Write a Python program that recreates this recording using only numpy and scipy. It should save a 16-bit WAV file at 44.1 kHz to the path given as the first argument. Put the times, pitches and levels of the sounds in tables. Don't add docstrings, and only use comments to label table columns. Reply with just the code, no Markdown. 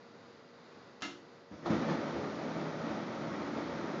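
import sys
import numpy as np
from scipy import signal
from scipy.fft import rfft, irfft, next_fast_len
from scipy.io import wavfile
from scipy.ndimage import map_coordinates

SR = 44100
rng = np.random.default_rng(int(sys.argv[2]) if len(sys.argv) > 2 else 0)


def log_audio(samples):
    frames = np.atleast_2d(samples).T
    limited = np.clip(frames, -1, 1)
    pcm = np.round(limited * 32767).astype(np.int16)
    wavfile.write(sys.argv[1], SR, pcm)


N = 176400


def flame():
    # time in seconds, level in dB.
    strength = [(1.5, -80), (1.52, -49), (1.56, -52.5), (1.61, -56), (1.645, -48), (1.664, -36.5),
                (1.698, -37), (1.707, -31.5), (1.745, -32.3), (1.785, -36.5), (1.83, -34.3), (1.87, -36),
                (1.912, -33.2), (1.99, -36.3), (2.2, -38.5), (2.5, -38.1), (3.4, -38.3), (4.0, -37.8)]
    # frequency in Hz, relative level in dB.
    roar_spectrum = [(25, -49.5), (48, -46.5), (70, -19), (115, -9.5), (200, -1), (310, -1.5), (440, -6),
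                     (570, -5), (720, -10), (900, -11.5), (1050, -13.5), (1260, -10.5), (1600, -17.5),
                     (1900, -18.5), (2700, -31.5), (5000, -47)]
    sizzle_spectrum = [(300, -25), (1500, 5), (2300, 4.5), (2700, -2), (3400, 1.5), (4100, -0.5),
                       (5000, -4), (5800, -5), (6400, -10), (6900, -11.5), (8000, -19)]
    flutter_db, surge_db, sizzle_offset_db = 0.86, 0.69, -15.7
    diffuse_hz, wet_db = 870, -10
    level_db = np.interp(np.arange(N) / SR, *np.transpose(strength))
    eddies_db = flutter_db * wobble(rate=45) + surge_db * wobble(rate=10)
    turbulence = noise(roar_spectrum) * amp(eddies_db)
    roar = unit(coloured(turbulence, standing_waves)) * amp(level_db)
    sizzle_db = level_db + sizzle_offset_db + 0.44 * eddies_db + 0.67 * wobble(rate=250)
    fire = roar + noise(sizzle_spectrum) * amp(sizzle_db)
    upper = signal.sosfiltfilt(signal.butter(2, diffuse_hz, 'high', fs=SR, output='sos'), fire)
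    upper_in_room = in_room(upper, wet_db)[:N] / np.hypot(1, amp(wet_db))
    return fire - upper + upper_in_room


def ignition():
    # start in seconds, relative level in dB, length of the push in seconds.
    pockets = [(1.513, -36, .0015), (1.523, -36, .002), (1.629, -38, .0018), (1.651, -31, .0018),
               (1.704, -14.5, .0015), (1.732, -23, .0012), (1.767, -27, .0014)]
    # frequency in Hz, gain in dB.
    whump_colour = [(30, -27.5), (55, -26), (80, -0.5), (150, 5.5), (280, 10), (500, -3.5), (1500, -15.5),
                    (6000, -33)]
    out, t = np.zeros(N), np.arange(SR // 10) / SR
    onset = 1 - np.exp(-t / 0.00029)
    for start, db, length in pockets:
        pulse = (1 - t / length) * np.exp(-t / length) * onset
        add(out, start, amp(db) * in_room(pulse, wet_db=-6))
    return coloured(out, lambda hz: along(whump_colour, hz) + standing_waves(hz))


def flash():
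    # frequency in Hz, relative level in dB.
    front_spectrum = [(150, -18), (400, -3), (560, 0), (800, 3), (1250, -7), (1700, -23), (2700, -36),
                      (3600, -20), (7000, -38)]
    start_s, level_db, rise_s, t60_s = 1.658, -29.5, 0.004, 0.14
    t = np.maximum(np.arange(N) / SR - start_s, 0)
    envelope = amp(level_db - 60 * t / t60_s) * (1 - np.exp(-t / rise_s))
    return envelope * noise(front_spectrum)


def valve():
    # start in seconds, relative strength in dB, low-pass corner in Hz.
    contacts = [(1.008, -19, 6000), (1.0135, -8, 1200), (1.0215, 1, 12000), (1.0245, -2, 3500),
                (1.034, -9, 3000)]
    # frequency in Hz, gain in dB.
    clack_colour = [(50, -20), (130, -1), (270, 1), (480, -9), (650, -5), (850, -8), (1250, 1), (1800, -5),
                    (2500, -6), (2950, -1.5), (3500, -4.5), (4100, -3.5), (4800, -6), (5500, -2.5),
                    (6200, -7), (7000, -4), (8000, -4)]
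    # frequency in Hz, relative level in dB, t60 in seconds.
    modes = [(193, -1, .35), (218.6, -3, 0.45), (285, 3.5, 0.53), (345, 0, 0.88), (624, -3, 0.12),
             (705, -6, 0.24), (1294, 5, 0.14), (1293, 2, 0.37), (1684, 3, .24), (2085, 6, 0.28),
             (2170, -5, 0.33), (2784, 5.5, 0.28), (4218, -5, 0.33), (5450, -6, 0.31), (6772, -22, 0.16)]
    clack_gain_db, crack_t60_s = -7.5, 0.009
    ring_gain_db, ring_rise_s = -45.5, 0.011
    out, t = np.zeros(N), np.arange(SR // 2) / SR
    for start, db, corner_hz in contacts:
        crack = rng.standard_normal(len(t)) * amp(-60 * t / crack_t60_s)
        crack = signal.lfilter(*signal.butter(1, corner_hz, fs=SR), crack / np.linalg.norm(crack))
        add(out, start, amp(clack_gain_db + db) * in_room(crack, wet_db=4))
    out = coloured(out, lambda hz: along(clack_colour, hz))
    ring = np.zeros(len(t))
    for hz, db, t60 in modes:
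        waver_rad = wobble(rate=min(hz / 10, 120))[:len(t)]
        ring += amp(db - 60 * t / t60) * np.sin(2 * np.pi * hz * t + waver_rad)
    slam_s = max(contacts, key=lambda row: row[1])[0]
    add(out, slam_s, amp(ring_gain_db) * ring * (1 - np.exp(-t / ring_rise_s)))
    return out


def gas():
    # frequency in Hz, relative level in dB.
    jet_spectrum = [(500, -22), (2500, 6), (3500, -5.5), (5200, 6.5), (6800, -1), (8000, -15)]
    level_db, start_s, rise_s = -69.5, 1.44, 0.14
    flow = np.clip((np.arange(N) / SR - start_s) / rise_s, 0, 1)
    return amp(level_db) * flow * noise(jet_spectrum)


def ventilation_and_pilot():
    # frequency in Hz, relative level in dB.
    air_spectrum = [(25, -40), (50, -28.5), (85, -14.5), (105, -5), (210, -0.5), (280, -1.5), (400, -0.5),
                    (650, -5.5), (1000, -6.5), (1350, -7), (1650, -11), (2100, -13.5), (2600, -18),
                    (3100, -20.5), (3700, -17), (4400, -18), (4930, -17), (5150, -23.5), (6800, -27.5),
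                    (8000, -28.5)]
    # frequency in Hz, rms level in dB.
    motor_tones = [(243.4, -68), (469.6, -65), (528.4, -75), (560.7, -69), (680.5, -75), (1965, -78)]
    t = np.arange(N) / SR
    air = amp(-57 + 1.2 * wobble(rate=8)) * noise(air_spectrum)
    hum = np.zeros(N)
    for hz, db in motor_tones:
        peak = np.sqrt(2) * amp(db + 0.61 * wobble(rate=4))
        hum += peak * np.sin(2 * np.pi * hz * t + 0.2 * wobble(rate=5))
    return air + hum


def standing_waves(hz):
    # centre in Hz, width in Hz, lift in dB.
    resonances = [(78, 12, 8), (158, 9, 9), (224, 12, 7), (257, 9, 5), (288, 8, 7), (340, 12, 8),
                  (385, 12, 6), (420, 9, 8), (498, 12, 3), (559, 10, 4), (579, 14, 4), (657, 16, 5),
                  (772, 10, 8), (894, 14, 4), (954, 10, 7)]
    # centre in Hz, width in Hz, cut in dB.
    nulls = [(93, 12, 9), (245, 10, 5), (274, 10, 4), (368, 14, 8), (402, 14, 9), (445, 18, 5),
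             (796, 12, 7), (980, 22, 5), (1660, 60, 4)]

    def bells(rows):
        return sum(db / (1 + (2 * (hz - centre) / width) ** 2) for centre, width, db in rows)
    return bells(resonances) - bells(nulls)


def in_room(x, wet_db):
    # frequency in Hz, t60 in seconds.
    decay_times = [(100, .6), (400, .6), (1200, .42), (3000, .42), (7500, .39)]
    wall_delay_s = 0.0039
    hz, t, spectra = signal.stft(rng.standard_normal(SR), SR, nperseg=256)
    tail = signal.istft(spectra * amp(-60 * t / along(decay_times, hz)[:, None]), SR)[1]
    tail *= 1 - np.exp(-(np.arange(len(tail)) / SR / wall_delay_s) ** 2)
    response = amp(wet_db) * tail / np.linalg.norm(tail)
    response[0] += 1
    return signal.fftconvolve(x, response)


def amp(db):
    return 10 ** (np.asarray(db) / 20)


def unit(x):
    return x / np.sqrt(np.mean(x ** 2) + 1e-20)


def along(points, hz):
    freqs, values = np.transpose(points)
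    return np.interp(np.log(hz + 1), np.log(freqs + 1), values)


def wobble(rate):
    knots = rng.standard_normal(int(N * rate / SR) + 4)
    return map_coordinates(knots, [np.arange(N) * rate / SR])


def coloured(x, gain_db):
    size = 2 * next_fast_len(N)
    cepstrum = irfft(np.log(amp(gain_db(np.fft.rfftfreq(size, 1 / SR)))), size)
    cepstrum[1:size // 2] *= 2
    cepstrum[size // 2 + 1:] = 0
    return irfft(rfft(x, size) * np.exp(rfft(cepstrum)), size)[:N]


def noise(spectrum):
    return unit(coloured(rng.standard_normal(N), lambda hz: along(spectrum, hz)))


def add(track, start_s, sound):
    part = track[round(start_s * SR):][:len(sound)]
    part += sound[:len(part)]


def scene():
    return (ventilation_and_pilot() + valve() + gas() + ignition() + flash() + flame())[None]


def record(dry):
    # frequency in Hz, gain in dB.
    roll_off = [(6900, 0), (7300, -11), (7700, -19.5), (8200, -34.5)]
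    band_limit_hz = 8220
    size = next_fast_len(N + SR // 2)
    hz = np.fft.rfftfreq(size, 1 / SR)
    response = amp(along(roll_off, hz)) * (hz < band_limit_hz)
    return irfft(rfft(dry, size) * response, size)[:, :N]


dry = scene()
out = record(dry)
log_audio(out)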